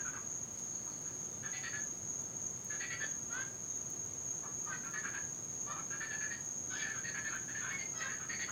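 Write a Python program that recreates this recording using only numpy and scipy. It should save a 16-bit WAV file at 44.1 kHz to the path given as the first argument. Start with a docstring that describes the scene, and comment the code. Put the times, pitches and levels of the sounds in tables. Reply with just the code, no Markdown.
"""A yard by a screened porch at night: tree frogs call in runs of rasping notes, low rising croaks and
a few squeals. Each note is a train of pulses from the voice box that rings the vocal sac, the frog's
throat balloon; the house walls throw the sound back. Behind them a chorus of crickets rubbing their
wings swells about three times a second over a soft rumble, with far peeps and faint ticks nearby."""
import sys
import numpy as np
from scipy import signal
from scipy.fft import rfft, irfft, next_fast_len
from scipy.io import wavfile
from scipy.ndimage import uniform_filter1d

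SR = 44100
rng = np.random.default_rng(int(sys.argv[2]) if len(sys.argv) > 2 else 0)


def put_to_file(sound):
    """Save the sound as 16-bit audio at rate SR, in the file named by the first command-line argument."""
    columns = np.atleast_2d(sound).T  # one column per channel
    safe = np.clip(columns, -1, 1)
    whole_steps = np.round(safe * 32767)
    wavfile.write(sys.argv[1], SR, whole_steps.astype(np.int16))


N = 375291
TIME = np.arange(N) / SR

# how the vocal sac rings; the lower its tone, the slacker it is:
# (sac tone [Hz], body boom [dB], share of pure tone [0-1], width of the resonance [Hz])
SAC = [(1020, -1, 0.11, 520), (1200, -16, 0.17, 260), (1510, -26, 0.28, 310), (1720, -27, 0.54, 147),
       (1860, -41, 0.41, 80), (2150, -29, 0.17, 250)]


def frog_calls(lead_s=0.004, croak_rasp_db=0.5, croak_ring_db=-2):
    """All the notes and croaks; how tight the sac is sets their loudness, rasp and high ring."""
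    # lone croaks: (start [s], length [s], first sac tone [Hz], last sac tone [Hz], level [dB])
    lone_croaks = [(0.863, 0.051, 1118, 1194, -56.5), (1.048, 0.065, 1600, 1700, -62),
                   (4.726, 0.043, 1835, 1916, -49), (5.754, 0.057, 1279, 1350, -43.5),
                   (6.817, 0.07, 1760, 1710, -41.5), (6.888, 0.035, 1730, 1754, -45),
                   (7.303, 0.077, 1410, 1680, -41), (7.481, 0.049, 1720, 1723, -47.5),
                   (7.545, 0.065, 1718, 1840, -44.5), (7.608, .115, 1413, 1720, -42),
                   (7.699, 0.033, 1850, 1952, -46), (7.783, .059, 2137, 2110, -40.5),
                   (8.004, 0.035, 1883, 1896, -40), (8.092, 0.05, 1760, 1874, -44),
                   (8.477, 0.056, 1353, 1625, -39.5)]
    # the sac is loudest in mid range; when tighter, it tends to rasp and ring more:
    # (sac tone [Hz], level change [dB], rasp [dB], high ring [dB])
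    tension = [(1150, -3, -12, -19), (1480, -7, -12.5, -29), (1600, 0, -11, -23), (1730, 0.5, -13, -17.5),
               (1850, -1, -12.5, -13), (1906, -1, -8.5, -10), (2030, -5.5, -3, -15), (2150, -5.5, -12, -5)]
    out = np.zeros(N)
    calls = list(note_runs()) + [(*row, croak_rasp_db, croak_ring_db) for row in lone_croaks]
    for start, length, start_hz, end_hz, level_db, extra_rasp_db, extra_ring_db in calls:
        sac_db, rasp_db, ring_db = curves(tension, (start_hz + end_hz) / 2)
        sound = frog_note(length, start_hz, end_hz, rasp_db + extra_rasp_db, ring_db + extra_ring_db)
        add(out, start - lead_s, from_db(level_db + sac_db) * sound)
    return out


def note_runs(first_note_s=0.063, shorten_s=0.003, opener_db=-6, tiring_db=0.4, pitch_rise=0.014):
    """A frog starts a run softly, pushes hardest on note two, then tires; each note bends up a little."""
    # runs of notes: (start [s], note spacing [s], level [dB], extra rasp [dB], extra high ring [dB],
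    # sac tone of each note [Hz])
    runs = [(-0.04, 0.084, -41.5, -2.5, -2, [1620, 1490, 1490]),
            (1.43, 0.1, -42.5, 1, 5, [1618, 2008, 1894, 1694]),
            (2.70, 0.1, -41, 1, 1.5, [1700, 1923, 1918, 1740]),
            (4.835, .100, -42, -1.5, 0, [1573, 1755, 1617, 1610]),
            (5.905, .100, -41, -1, 0.5, [1618, 1789, 1719, 1710, 1835]),
            (6.94, .101, -41.5, 0.5, 2.5, [1594, 1850, 1700, 1767]),
            (8.195, 0.099, -41, 2, 4, [1520, 1860, 1905])]
    for start, spacing, level_db, rasp_db, ring_db, tones in runs:
        for k, tone_hz in enumerate(tones):
            effort_db = opener_db if k == 0 else -tiring_db * (k - 1)
            bend_hz = tone_hz * pitch_rise / 2
            yield (start + k * spacing, first_note_s - k * shorten_s,
                   tone_hz - bend_hz, tone_hz + bend_hz, level_db + effort_db, rasp_db, ring_db)


def frog_note(length, start_hz, end_hz, rasp_db, ring_db, attack_s=0.0082, release_s=0.011, swell=0.15):
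    """Pulses from the voice box set the sac, the body and a much higher tone ringing."""
    # tone colour of the rasp: (frequency [Hz], level [dB])
    rasp_colour = [(300, -26), (800, 0.5), (1300, -32.5), (1800, -3), (2300, 11), (2900, 2.5), (3400, 1.5),
                   (3900, -4), (4700, -17), (5500, -32), (8000, -38)]
    t = np.arange(int(SR * (length + 0.035))) / SR
    body_db, pure_share, width_hz = curves(SAC, (start_hz + end_hz) / 2)
    # a slack sac fills slowly: a low croak swells in and bends upward
    slack = np.interp(start_hz, [1250, 1650], [1, 0])
    tone_hz = np.interp(t, [0, length], [start_hz, end_hz]) * (1 - 0.11 * slack * np.exp(-t / 0.018))
    pulses = voice_box(tone_hz, t)
    # a tight sac rings on from pulse to pulse as a nearly pure tone
    tone = np.sqrt(2) * np.sin(wavering_phase(tone_hz, t, waver=0.015, per_s=216))
    buzz = band(resonance(pulses, tone_hz, width_hz), 0.65 * start_hz, max(1.11 * end_hz, 2000))
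    sac = rms_one(np.sqrt(pure_share) * tone + np.sqrt(1 - pure_share) * buzz)
    body = from_db(body_db) * band(pulses, 445, 1360)
    rasp = from_db(rasp_db - 0.5) * coloured(pulses, rasp_colour)
    ring_hz = rng.normal(4480, 28)
    ring = from_db(ring_db - 4.5) * band(resonance(pulses, ring_hz, width_hz=71), 3740, 4700)
    # the push of air fades in, bulges in the middle and fades out
    fade_in = np.clip(t / (attack_s * (1 + 0.7 * slack)), 0, 1)
    fade_out = np.clip((length - t) / release_s + 0.76, 0, 1)
    bulge = 1 - swell / 2 + swell * np.sin(np.pi * np.minimum(t / length, 1)) ** 2
    push = fade_in * fade_out * bulge
    # the high ring builds up with the push and lingers after it
    linger = np.clip(t / attack_s, 0, 1) * np.exp(-np.maximum(t - length, 0) / 0.013)
    return shaped(sac, push) + (body + rasp) * push + ring * linger


def voice_box(tone_hz, t, cycles_per_pulse=13, jitter=0.016, breath=0.7):
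    """Slightly uneven clicks, each with a puff of breath, blurred by the leaves."""
    pulse_count = np.cumsum(tone_hz / cycles_per_pulse * (1 + jitter * drift(150, t))) / SR
    clicks = np.diff(np.ceil(pulse_count), prepend=0) * from_db(1.1 * drift(133, t))
    puffs = rng.standard_normal(len(t)) * np.exp(-3 * (pulse_count % 1))
    return leaf_blur(rms_one(clicks) + breath * rms_one(puffs))


def frog_squeals(swell_share=0.34, release_s=0.012, sac_width_hz=230, flicker_db=3, flap_db=-9):
    """The voice box breaks into a hoarse tone; the sac lifts the nearest overtone, strain the top ones."""
    # squeals: (start [s], length [s], first pitch [Hz], last pitch [Hz], first sac tone [Hz],
    # last sac tone [Hz], level [dB], lift of the overtones at 3500 Hz [dB], hoarse noise [dB])
    squeals = [(3.295, 0.14, 454.4, 549.3, 1320, 1690, -42, -10, -16),
               (4.424, 0.05, 574, 575, 1010, 1110, -49, -20, -22),
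               (4.654, 0.072, 616, 612, 1200, 1200, -46.5, -18, -22),
               (4.688, 0.069, 538, 487.4, 1600, 1490, -43, -18, -19),
               (5.66, 0.078, 566.7, 622, 1150, 1340, -44, -8, -17.5),
               (6.696, 0.061, 749, 761, 1510, 1540, -45, 1.5, -11),
               (6.743, 0.046, 845, 865, 1700, 1720, -43, 0, -7),
               (6.775, 0.062, 768, 777, 2300, 2300, -44, 5, -1),
               (7.698, .075, 1099, 1102, 2210, 2190, -46, -8, -13),
               (7.927, 0.093, 652, 642, 1250, 1710, -47, -1, -25),
               (8.013, 0.085, 516, 548, 1540, 1650, -42, -2, -21)]
    # tone colour of a squeal apart from the sac: (frequency [Hz], level [dB])
    squeal_colour = [(400, -26), (950, -19.5), (1500, -7.5), (2200, -14.5), (2900, -18), (3650, -12),
                     (4400, -23.5), (5180, -11), (5500, -32), (8000, -60)]
    # tone colour of the hoarse noise: (frequency [Hz], level [dB])
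    hoarse_colour = [(400, -13), (1000, -10), (2000, 5.5), (2700, 2), (3400, 7.5), (4000, -3), (4600, 3),
                     (5200, -6), (5900, -30), (8000, -50)]
    out = np.zeros(N)
    harmonics = np.arange(1, 9)[:, None]
    for start, length, start_hz, end_hz, sac_start_hz, sac_end_hz, level_db, lift_db, hoarse_db in squeals:
        t = np.arange(int(length * SR)) / SR
        pitch_hz, sac_hz = curves([(0, start_hz, sac_start_hz), (length, end_hz, sac_end_hz)], t)
        phase = wavering_phase(pitch_hz, t, waver=0.012, per_s=328)
        hz = harmonics * pitch_hz
        strain = from_db(lift_db * np.interp(hz, [2000, 3500, 5200], [0, 1, 1.5]))
        sac_lift = 1 / (1 + (2 * (hz - sac_hz) / sac_width_hz) ** 2)
        gains = gain_at(squeal_colour, hz) * strain + sac_lift
        # echoes make each overtone flicker on its own
        gains *= from_db(flicker_db * np.array([drift(122, t) for _ in harmonics]))
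        scatter = 0.67 * np.array([drift(100, t) for _ in harmonics])
        voice = np.sum(gains * np.sin(harmonics * phase + scatter), axis=0)
        voice /= np.sqrt(np.sum(gains ** 2, axis=0) / 2)
        voice *= 1 + 0.25 * drift(520, t)   # a fast tremble roughens the tone
        # rushing air hisses, makes the sac flap and, when it is slack, booms in the body
        air = rng.standard_normal(len(t))
        body_db, _, width_hz = curves(SAC, sac_start_hz)
        flap = band(resonance(air, sac_hz, width_hz), 700, 2700)
        boom = from_db(body_db + 7) * band(air, 520, 1120)
        hoarse = from_db(hoarse_db) * coloured(air, hoarse_colour) + from_db(flap_db) * (flap + boom)
        push = np.clip(t / (swell_share * length), 0, 1) * np.clip((length - t) / release_s, 0, 1)
        add(out, start, from_db(level_db) * rms_one(voice + hoarse) * push)
    return out


def leaf_blur(x, decay_s=0.011):
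    """Many quick echoes from nearby leaves run the pulses together."""
    t = np.arange(SR // 20) / SR
    echoes = rng.standard_normal(len(t)) * np.exp(-t / decay_s)
    return rms_one(signal.fftconvolve(x, echoes, "same"))


def yard_echoes(x, first_echo_s=0.00607, die_away_s=0.29, echo_db=-2):
    """The direct sound plus scattered echoes from walls and leaves, at the same total power."""
    t = np.arange(SR // 2) / SR
    echoes = rng.standard_normal(len(t)) * from_db(-60 * t / die_away_s) * (t > first_echo_s)
    echoed = signal.fftconvolve(x, echoes / np.sqrt(np.sum(echoes ** 2)))[:N]
    return (x + from_db(echo_db) * echoed) / np.sqrt(1 + from_db(echo_db) ** 2)


def cricket_chorus(level_db=-43.5, chirps_per_s=3.25, strokes_per_s=17.7, octave_db=-35.5):
    """Many crickets merge into one high trill that swells with their chirps and flutters with their wings."""
    # tones of all the wings together: (frequency [Hz], level [dB])
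    wing_colour = [(6150, -22.5), (6250, -17), (6330, -6.5), (6500, -5), (6548, 2), (6595, -5), (6625, 1.5),
                   (6660, -5), (6750, -7.5), (6840, -18.5), (6875, -19), (6892, -7.5), (6910, -14.5),
                   (6950, -18.5), (7100, -38)]
    # how well the crickets keep in step: (time [s], depth of the swell [dB], lag behind the beat [s])
    in_step = [(0, 1.5, 0.013), (.7, 1.4, 0.11), (1.0, -0.5, .04), (1.5, 2.5, -.02), (2.4, 2.6, -0.0099),
               (3.1, 0.9, -0.015), (4.5, 2, .005), (5.3, 0.7, .04), (6.3, 2.0, 0.077), (6.9, 0, -0.046),
               (7.9, 1.6, -0.12), (8.5, -0.3, -0.042)]
    wings = coloured(rng.standard_normal(N), [(4500, -120), *wing_colour, (9000, -120)])
    wings /= np.sqrt(uniform_filter1d(wings ** 2, int(0.076 * SR)))   # even out the loudness
    strokes = np.sin(wavering_phase(strokes_per_s, TIME, waver=0.075, per_s=6))
    trill = wings + from_db(octave_db) * band(wings ** 2, 12000, 14500)   # squaring adds the octave
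    depth_db, lag_s = curves(in_step, TIME)
    swell_db = depth_db * np.cos(2 * np.pi * chirps_per_s * (TIME - lag_s))
    uneven_db = 0.6 * drift(8, TIME) + 1.27 * drift(40, TIME)
    return from_db(level_db + swell_db + uneven_db) * trill * (1 + 0.1 * strokes)


def lone_cricket(hz=6018, chirp_every_s=0.306, gap_s=0.058, stroke_s=0.016, level_db=-57):
    """One cricket makes two wing strokes to a chirp, each a short pure tone."""
    # spells of chirping: (first chirp [s], end [s])
    bouts = [(1.515, 3.8), (4.08, 8.5)]
    out, t = np.zeros(N), np.arange(-SR // 20, SR // 20) / SR
    for first, end in bouts:
        for chirp in np.arange(first, end, chirp_every_s):
            for middle in (chirp, chirp + gap_s):
                stroke = np.exp(-(t / stroke_s) ** 2) * np.sin(2 * np.pi * rng.normal(hz, 21) * t)
                add(out, middle + t[0], from_db(rng.normal(level_db, 1)) * stroke)
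    return out


def far_frog(hz=4430, width_hz=300):
    """Only a far frog's high ring is heard; distance blurs its pulses into a thin band of noise."""
    # loudness of its call: (time [s], level [dB])
    loudness = [(.70, -90), (.73, -69), (.83, -73), (.87, -77), (.94, -63), (1.0, -75), (1.06, -72),
                (1.18, -73), (1.25, -90)]
    ring = band(resonance(rng.standard_normal(N), hz, width_hz), 4000, 4800)
    return from_db(curves(loudness, TIME)[0]) * ring


def far_peeps():
    """Soft, wavering single tones from far away."""
    # thin peeps: (start [s], length [s], pitch [Hz], level [dB])
    peeps = [(1.268, .16, 3620, -71), (3.638, 0.2, 3750, -70)]
    out = np.zeros(N)
    for start, length, hz, level_db in peeps:
        t = np.arange(int(length * SR)) / SR
        tone = np.sin(wavering_phase(hz, t, waver=0.011, per_s=200))
        add(out, start, from_db(level_db) * tone * np.sin(np.pi * t / length))
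    return out


def ticks(decay_s=0.006, faint_per_s=1.3, faint_db=-52.5, trim_db=-2):
    """Tiny, bright bursts of noise nearby: a few at set times, faint ones at random."""
    # the set ticks: (time [s], level before the trim [dB])
    set_ticks = [(0.5277, -54), (2.6454, -44), (3.901, -43), (4.6409, -51), (7.3582, -49), (7.7268, -50)]
    # tone colour of a tick: (frequency [Hz], level [dB])
    tick_colour = [(3000, -20), (7000, 0), (10000, -4.5), (13000, -2), (15000, 2), (16000, 5.5)]
    out, t = np.zeros(N), np.arange(SR // 2) / SR
    faint_times = np.cumsum(rng.uniform(0, 2, size=16)) / faint_per_s
    for start, level_db in list(set_ticks) + [(time, faint_db) for time in faint_times]:
        tick = coloured(rng.standard_normal(len(t)), tick_colour) * np.exp(-t / decay_s)
        add(out, start, from_db(level_db + trim_db) * tick)
    return out


def rustles():
    """Soft noise nearby that rises and falls unevenly."""
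    # each rustle: (start [s], length [s], level [dB])
    swishes = [(0.519, 0.18, -63.5), (1.124, 0.23, -69)]
    # tone colour of a rustle: (frequency [Hz], level [dB])
    rustle_colour = [(300, -6), (1200, -7), (3000, -9), (6000, -4), (10000, -11), (16000, -20)]
    out, t = np.zeros(N), np.arange(SR // 2) / SR
    for start, length, level_db in swishes:
        swell = np.sin(np.pi * np.minimum(t / length, 1)) * from_db(2.6 * drift(82, t))
        add(out, start, from_db(level_db) * coloured(rng.standard_normal(len(t)), rustle_colour) * swell)
    return out


def bump(hz=520, rise_s=0.0012):
    """One soft knock, so heavily damped that it dies within a few cycles."""
    # the knock: (time [s], peak level [dB])
    knocks = [(3.041, -39)]
    out, t = np.zeros(N), np.arange(SR // 2) / SR
    thump = np.sin(2 * np.pi * hz * t) * (t / rise_s) * np.exp(1 - t / rise_s)
    for start, peak_db in knocks:
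        add(out, start, from_db(peak_db) * thump)
    return out


def night_air(air_db=-53.5):
    """Distant rumble, hiss, a little mains hum and a faint whine."""
    # tone colour of the rumble and hiss: (frequency [Hz], level [dB])
    air_colour = [(20, -22), (50, -15), (85, -4.5), (125, 0), (250, -4.5), (450, -9.5), (800, -14.5),
                  (1500, -19), (3000, -26.5), (5500, -26.5), (7400, -22.5), (9000, -30.5), (11500, -38),
                  (15500, -32)]
    # tones of the hum and whine: (frequency [Hz], level [dB])
    hum_tones = [(120, -70.5), (355, -71), (1183, -76)]
    hum = sum(from_db(db) * np.sqrt(2) * np.sin(2 * np.pi * hz * TIME + 0.45 * drift(3.08, TIME))
              for hz, db in hum_tones)
    return from_db(air_db) * coloured(rng.standard_normal(N), air_colour) + hum


def from_db(db):
    """Turn decibels into a number to multiply by."""
    return 10 ** (np.asarray(db) / 20)


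def rms_one(x):
    """Scale a sound so its average strength (rms) is 1."""
    return x / np.sqrt(np.mean(x ** 2) + 1e-20)


def shaped(x, envelope):
    """Fade x in and out with an envelope, keeping strength 1 where it is fully open."""
    return envelope * x / np.sqrt(np.sum((envelope * x) ** 2) / np.sum(envelope ** 2))


def curves(rows, at):
    """Look up `at` in a table's first column and read the others, blending between rows."""
    key, *columns = np.transpose(rows)
    return [np.interp(at, key, column) for column in columns]


def gain_at(colour, hz):
    """Gain of a (frequency [Hz], level [dB]) table at any frequency."""
    points, db = np.transpose(colour)
    return from_db(np.interp(np.log(hz + 1e-3), np.log(points), db))


def coloured(x, colour):
    """Give x the tone colour in a table, at strength 1."""
    size = next_fast_len(len(x))
    hz = np.arange(size // 2 + 1) * SR / size
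    return rms_one(irfft(rfft(x, size) * gain_at(colour, hz), size)[:len(x)])


def drift(per_s, t):
    """A random curve, mostly within -1 to 1, that heads for a new value `per_s` times a second."""
    targets = rng.standard_normal(4096)
    return np.interp((t - t[0]) * per_s, np.arange(len(targets)), targets)


def wavering_phase(hz, t, waver, per_s):
    """Phase of a tone whose pitch wanders at random by about the fraction `waver`."""
    return 2 * np.pi * np.cumsum(hz * (1 + waver * drift(per_s, t))) / SR


def resonance(x, hz, width_hz):
    """Make x ring at a pitch that may glide: shift that pitch to 0 Hz, smooth, shift back; strength 1."""
    turn = np.exp(2j * np.pi * np.cumsum(hz + np.zeros(len(x))) / SR)
    decay = np.exp(-np.pi * width_hz / SR)
    return rms_one(np.imag(turn * signal.lfilter([1 - decay], [1, -decay], x / turn)))


def band(x, low_hz, high_hz):
    """Keep what lies between two frequencies, at strength 1."""
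    return rms_one(signal.sosfilt(signal.butter(2, [low_hz, high_hz], "band", fs=SR, output="sos"), x))


def add(out, start_s, sound):
    """Mix a sound in at a given time, dropping what falls outside the scene."""
    at = round(start_s * SR)
    sound, at = sound[max(-at, 0):], max(at, 0)
    out[at:at + len(sound)] += sound[:max(N - at, 0)]


def scene():
    """Frogs in the yard over crickets, small noises and night air, in one channel."""
    near_frogs = yard_echoes(frog_calls() + frog_squeals())
    far_calls = far_frog() + far_peeps()
    crickets = cricket_chorus() + lone_cricket()
    small_noises = ticks() + rustles() + bump()
    return (near_frogs + far_calls + crickets + small_noises + night_air())[None, :]


def record(dry):
    """Cut off the very highest treble steeply."""
    cutoff_hz, fade_width_hz = 15850, 200
    size = next_fast_len(N)
    hz = np.arange(size // 2 + 1) * SR / size
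    gain = np.clip((cutoff_hz - hz) / fade_width_hz + 0.5, 0, 1)
    return irfft(rfft(dry, size) * gain, size)[:, :N]


dry = scene()
out = record(dry)
put_to_file(out)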